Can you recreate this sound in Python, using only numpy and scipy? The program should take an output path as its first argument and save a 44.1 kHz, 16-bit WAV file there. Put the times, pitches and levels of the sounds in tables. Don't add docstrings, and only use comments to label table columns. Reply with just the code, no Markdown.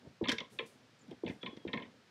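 import sys
import numpy as np
from scipy import signal
from scipy.fft import rfft, irfft
from scipy.io import wavfile
from scipy.ndimage import uniform_filter1d

SR = 44100
rng = np.random.default_rng(int(sys.argv[2]) if len(sys.argv) > 2 else 0)


def inscribe(sig):
    pcm = np.round(np.clip(np.atleast_2d(sig).T, -1, 1) * 32767)
    wavfile.write(sys.argv[1], SR, pcm.astype(np.int16))


N = 92610
T = np.arange(N) / SR


def amp(db):
    return 10 ** (np.asarray(db) / 20)


def evened(x):
    return x / np.sqrt(np.mean(x ** 2) + 1e-20)


def add(mix, s, sound):
    part = mix[round(s * SR):][:len(sound)]
    part += sound[:len(part)]


def colour(x, points):
    f, db = np.transpose(points)
    log_hz = np.log(np.fft.rfftfreq(N, 1 / SR) + 1)
    gain = amp(np.interp(log_hz, np.log(f), db, left=-80, right=-80))
    return irfft(rfft(x) * evened(gain), N)


# f/Hz, relative level/dB per Hz
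YARD_SPECTRUM = [(15, -50), (25, -61), (113, 4), (148, 1), (281, -7.5), (445, -6.5), (684, -10.5),
                 (762, -8.5), (1050, -10), (1450, -8), (5140, -15.5), (15500, -42)]
YARD_DB = -66.5


def yard():
    return amp(YARD_DB) * colour(rng.standard_normal(N), YARD_SPECTRUM)


# start t/s, length t/s, starting level/dB, start f/Hz, end f/Hz
WHISTLES = [(1.407, .15, -54, 3400, 3353), (1.59, 0.092, -64.5, 3340, 3220)]
WHISTLE_FALL_DB, WHISTLE_RISE_S = -8.5, 0.016


def bird():
    out = np.zeros(N)
    for s, length, db, hz, end_hz in WHISTLES:
        t = np.arange(0, length, 1 / SR)
        edge = np.minimum(np.minimum(t / WHISTLE_RISE_S, (length - t) / 0.003), 1)
        level = amp(db + WHISTLE_FALL_DB * t / length)
        pitch = hz + (end_hz - hz) * t / length
        add(out, s, edge * level * np.sin(2 * np.pi * np.cumsum(pitch) / SR))
    return out


# start t/s, rise t/s, fade time constant t/s, level/dB, centre f/Hz, half-width f/Hz
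SWISHES = [(0.492, 0.042, 0.054, -67, 8800, 8500), (.52, 0.0088, 0.014, -80, 10800, 970),
           (0.653, 0.013, 0.056, -65, 8800, 8430), (.66, 0.0032, 0.0091, -74, 9700, 600),
           (0.989, .005, 0.0092, -72, 7560, 1200), (1.005, 0.011, .01, -68, 7060, 600),
           (1.27, 0.047, 0.06, -74.5, 8700, 8000)]


def swishes():
    out = np.zeros(N)
    for s, rise, fade, db, hz, width in SWISHES:
        band = [(max(hz - width, 500), -14), (hz, 0), (hz + width, -18)]
        noise = colour(rng.standard_normal(N), band)
        swell = np.clip((T - s) / rise, 0, 1)
        dying = np.exp(-np.maximum(T - s - rise, 0) / fade)
        out += amp(db) * swell * dying * noise
    return out


# start t/s, level before lumps/dB, rise t/s, fall by 60 dB t/s
SHAKES = [(0, -60.5, 0.029, 0.45), (0.043, -54, 0.01, 0.27), (0.219, -38, 0.009, 0.25),
          (0.277, -35, 0.017, 0.077), (.318, -41.5, 0.012, 0.14), (0.401, -49, 0.005, 0.24),
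          (0.498, -59.5, 0.035, 0.6), (0.587, -53.5, 0.017, 0.37), (0.711, -64.5, 0.0044, 0.9),
          (0.809, -63, 0.017, 0.52), (0.994, -63, 0.053, 0.85), (1.085, -48.5, 0.045, 0.11),
          (1.24, -43.5, 0.013, 0.22), (1.267, -41, 0.0083, 0.28), (1.43, -48.5, 0.021, 0.27),
          (1.463, -50.5, 0.015, 0.23), (1.52, -56, 0.0098, 0.36), (1.571, -57.5, .01, 0.25),
          (1.664, -48.5, 0.017, 0.42), (1.732, -40, 0.009, 0.27), (1.8, -50, 0.023, 0.32),
          (1.92, -64, 0.01, 0.64)]
# f/Hz, relative level/dB per Hz
TABLE_SPECTRUM = [(15, -54), (25, -24), (60, -17), (163, -8), (237, -1.5), (372, -13), (502, -10),
                  (798, -21.5), (900, -19), (1170, -43), (1980, -120)]
LUMP_DB = 2


def shake():
    power = np.zeros(N)
    for s, db, rise, t60 in SHAKES:
        swell = np.clip((T - s) / rise, 0, 1)
        dying = amp(-60 * np.maximum(T - s - rise, 0) / t60)
        power += (amp(db) * swell * dying) ** 2
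    slow_noise = uniform_filter1d(uniform_filter1d(rng.standard_normal(N), 300), 300)
    lumps = amp(LUMP_DB * evened(slow_noise))
    rumble = evened(colour(rng.standard_normal(N), TABLE_SPECTRUM))
    return np.sqrt(power) * lumps * rumble


# peak t/s, peak level/dB, f at the peak/Hz, swing length t/s
KNOCKS = [(0.074, -41, 160, 0.0093), (0.2163, -27, 377, 0.012), (0.228, -27.5, 258, 0.0035),
          (0.295, -30, 270, 0.014), (.597, -34, 455, 0.005), (1.092, -47.5, 216, 0.031),
          (1.117, -39.5, 382, 0.0078), (1.239, -28, 376, 0.01), (1.254, -42, 270, 0.012),
          (1.301, -30, 233, 0.0046), (1.312, -36, 198, .008), (1.436, -35.5, 450, 0.0049),
          (1.534, -43.5, 307, 0.011), (1.574, -38.5, 310, 0.0041), (1.6542, -31.5, 367, 0.009),
          (1.669, -31.5, 288, 0.0029), (1.743, -36, 281, 0.013), (1.761, -40.5, 248, 0.012)]
KNOCK_RISE = 0.63
KNOCK_SAG, KNOCK_SAG_S = 0.22, 0.0029
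KNOCK_TOP, KNOCK_TOP_DB = 2.43, -21.5
KNOCK_LEAD_S = 2000 / SR


def knocks():
    out, t = np.zeros(N), T[:4000] - KNOCK_LEAD_S
    for s, db, hz, length in KNOCKS:
        rise = np.exp(-(2 * t / (length * KNOCK_RISE)) ** 4)
        fall = np.exp(-(2 * t / length) ** 2)
        swing = np.where(t < 0, rise, fall)
        turns = hz * (t - KNOCK_SAG * KNOCK_SAG_S * np.log(np.cosh(t / KNOCK_SAG_S)))
        overtone = amp(KNOCK_TOP_DB) * np.sin(2 * np.pi * KNOCK_TOP * turns)
        wave = np.cos(2 * np.pi * turns) + overtone
        add(out, s - KNOCK_LEAD_S, amp(db) * swing * wave)
    return out


# start t/s, level before rise and fade/dB, fade time constant t/s, treble tilt/dB per octave
CRUNCHES = [(0.283, -31.5, 0.0065, -14), (0.29, -30.5, 0.0081, 6), (.316, -27.5, 0.0068, 3),
            (0.323, -74, 0.0067, -3), (0.382, -37.5, 0.0059, -29), (0.403, -37.5, 0.0027, -23),
            (1.078, -60, 0.0035, 15), (1.109, -55.5, 0.0041, 13), (1.276, -58, 0.0083, 11),
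            (1.284, -56.5, 0.019, -4), (1.5656, -53, .006, -1), (1.735, -50.5, 0.0064, -26),
            (0.583, -62, 0.018, -28), (1.416, -61.5, 0.011, 3), (1.47, -60, 0.0086, -7)]
# f/Hz, relative level/dB per Hz
CRUNCH_SPECTRUM = [(710, -27), (1200, -21), (1620, -4.5), (2570, -17), (2920, -26), (3350, -7.5),
                   (3940, -14.5), (5850, -15), (6110, -20), (15500, -54)]
TILT_FROM_HZ = 5900
GRAIN_DB, GRAINS_PER_S, BITE_S = -0.5, 14000, 0.0031


def crunch():
    size = amp(GRAIN_DB * np.minimum(rng.exponential(1, N), 4))
    sign = rng.choice([-1, 1], N)
    struck = rng.random(N) < GRAINS_PER_S / SR
    snaps = evened(size * sign * struck)
    out = np.zeros(N)
    for s, db, length, tilt_db in CRUNCHES:
        t = np.maximum(T - s, 0)
        tone = [(f, v + tilt_db * max(np.log2(f / TILT_FROM_HZ), 0)) for f, v in CRUNCH_SPECTRUM]
        bite = np.minimum(t / BITE_S, 1) * np.exp(-t / length)
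        out += colour(amp(db) * bite * snaps, tone)
    return out


# start t/s, peak level of the high modes/dB,
# peak level of the low modes/dB, rattle time constant t/s, tilt of the high modes/dB per octave
CLACKS = [(0.2394, -33.5, -51.5, 0.0035, 2), (0.254, -35.5, -39, 0.0018, 10),
          (0.2727, -32.5, -55, 0.0016, 13), (0.2856, -25, -36, 0.0039, 11), (0.2913, -24, -37, 0.0038, 14),
          (.302, -30, -49, 0.0016, 9), (0.317, -34.5, -36.5, 0.0065, -15), (0.326, -46, -44.5, 0.0019, 2),
          (0.382, -28, -46.5, 0.0019, 6), (0.4028, -33.5, -43.5, 0.0044, 9),
          (0.5881, -27.5, -39.5, 0.0028, 5), (0.6, -38, -36, 0.0037, 3), (1.11, -51.5, -68, .004, 3),
          (1.2453, -54.5, -61, 0.0023, 3), (1.2632, -35.5, -52, 0.0024, 5.5),
          (1.2775, -38, -51.5, 0.002, -11), (1.295, -42, -48, 0.0035, -10), (1.429, -36.5, -44.5, 0.002, 3),
          (1.4602, -33.5, -41.5, 0.0044, 5.5), (1.572, -53, -58.5, .003, 6), (1.676, -38, -54, 0.0086, 0),
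          (1.689, -63, -48.5, 0.006, -22.5), (1.731, -27.5, -35.5, 0.0049, -1),
          (1.773, -34, -40, 0.0014, -3), (1.7985, -47, -45, 0.001, -4), (1.822, -41.5, -54.5, 0.0054, 1),
          (1.852, -55.5, -59, 0.0031, 9)]
# f/Hz, relative level/dB, fall by 60 dB t/s
SHELL_MODES = [(377, -5, 0.11), (474.3, 2.5, 0.078), (558, -1, 0.042), (948, -8, 0.035),
               (1032.3, -5.5, 0.13), (1243, -1, 0.026), (1452, -8, 0.022), (1760, -7, 0.089),
               (2005, -6, 0.097), (2235, 4.5, 0.049), (2625, 1.5, 0.034), (2896, -13.5, 0.032),
               (3123, 2.5, 0.027), (3417, 6, 0.023), (4154, -20, 0.051), (4250, -13.5, 0.038)]
LOW_MODES_UNDER_HZ, SHELL_TOP_HZ = 1350, 4350
PARTIALS, CLUSTER = 8, 0.075
MODE_SPREAD_DB, TILT_AROUND_HZ = 1, 2600
LAG_S, LAG_POWER = 0.0015, 1.19
STRIKE = 2.25
ZIP_HZ, ZIP_END_HZ, ZIP_S, ZIP_DB, ZIP_T60 = 4181, 1795, 0.004027, -9.5, 0.05


def clacks():
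    out, t = np.zeros(N), T[:5000]
    hz, db, t60 = np.repeat(SHELL_MODES, repeats=PARTIALS, axis=0).T[:, :, None]
    low = hz[:, 0] < LOW_MODES_UNDER_HZ
    chance = rng.random((len(CLACKS), 3, len(hz), 1))
    rattle = rng.standard_normal((len(CLACKS), 1500))
    rise = 1 - np.exp(-(t / (LAG_S * (2000 / hz) ** LAG_POWER)) ** 2)
    zip_hz = ZIP_END_HZ + (ZIP_HZ - ZIP_END_HZ) * np.exp(-t / ZIP_S)
    zip_wave = amp(-60 * t / ZIP_T60) * np.sin(2 * np.pi * np.cumsum(zip_hz) / SR)
    for (s, top_db, low_db, length, tilt_db), (spot, tune, phase), noise in zip(CLACKS, chance, rattle):
        tilt = ~low[:, None] * tilt_db * np.log2(hz / TILT_AROUND_HZ)
        level_db = db + MODE_SPREAD_DB * (2 * spot - 1) + tilt
        partial_hz = hz * (1 + CLUSTER * (2 * tune - 1))
        waves = np.sin(2 * np.pi * (partial_hz * t + phase))
        rings = rise * amp(level_db - 60 * t / t60) * waves
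        push = noise * np.exp(-t[:1500] / max(length, 1e-4))
        push[0] = STRIKE
        add(out, s, amp(top_db + ZIP_DB) * zip_wave)
        for part, peak_db in ((low, low_db), (~low, top_db)):
            ring = signal.fftconvolve(rings[part].sum(0), push)
            add(out, s, amp(peak_db) * ring / abs(ring).max())
    return signal.sosfilt(signal.butter(8, SHELL_TOP_HZ, fs=SR, output="sos"), out)


ECHO_DB, ECHO_T60 = -12, 0.22


def echo(near):
    t = T[:SR // 2]
    tail = rng.standard_normal(SR // 2) * amp(-60 * t / ECHO_T60) * (t > .006)
    return amp(ECHO_DB) * signal.fftconvolve(near, tail / np.linalg.norm(tail))[:N]


def scene():
    near = clacks() + knocks() + crunch()
    return (near + echo(near) + shake() + swishes() + bird() + yard())[None]


MIC_LOW_HZ, EDGE_HZ = 72.5, 15700


def record(dry):
    thin = signal.sosfilt(signal.butter(3, MIC_LOW_HZ, "high", fs=SR, output="sos"), dry)
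    band_limit = signal.firwin(511, EDGE_HZ, window=("kaiser", 9), fs=SR)
    return signal.oaconvolve(thin, band_limit[None], "same")


dry = scene()
out = record(dry)
inscribe(out)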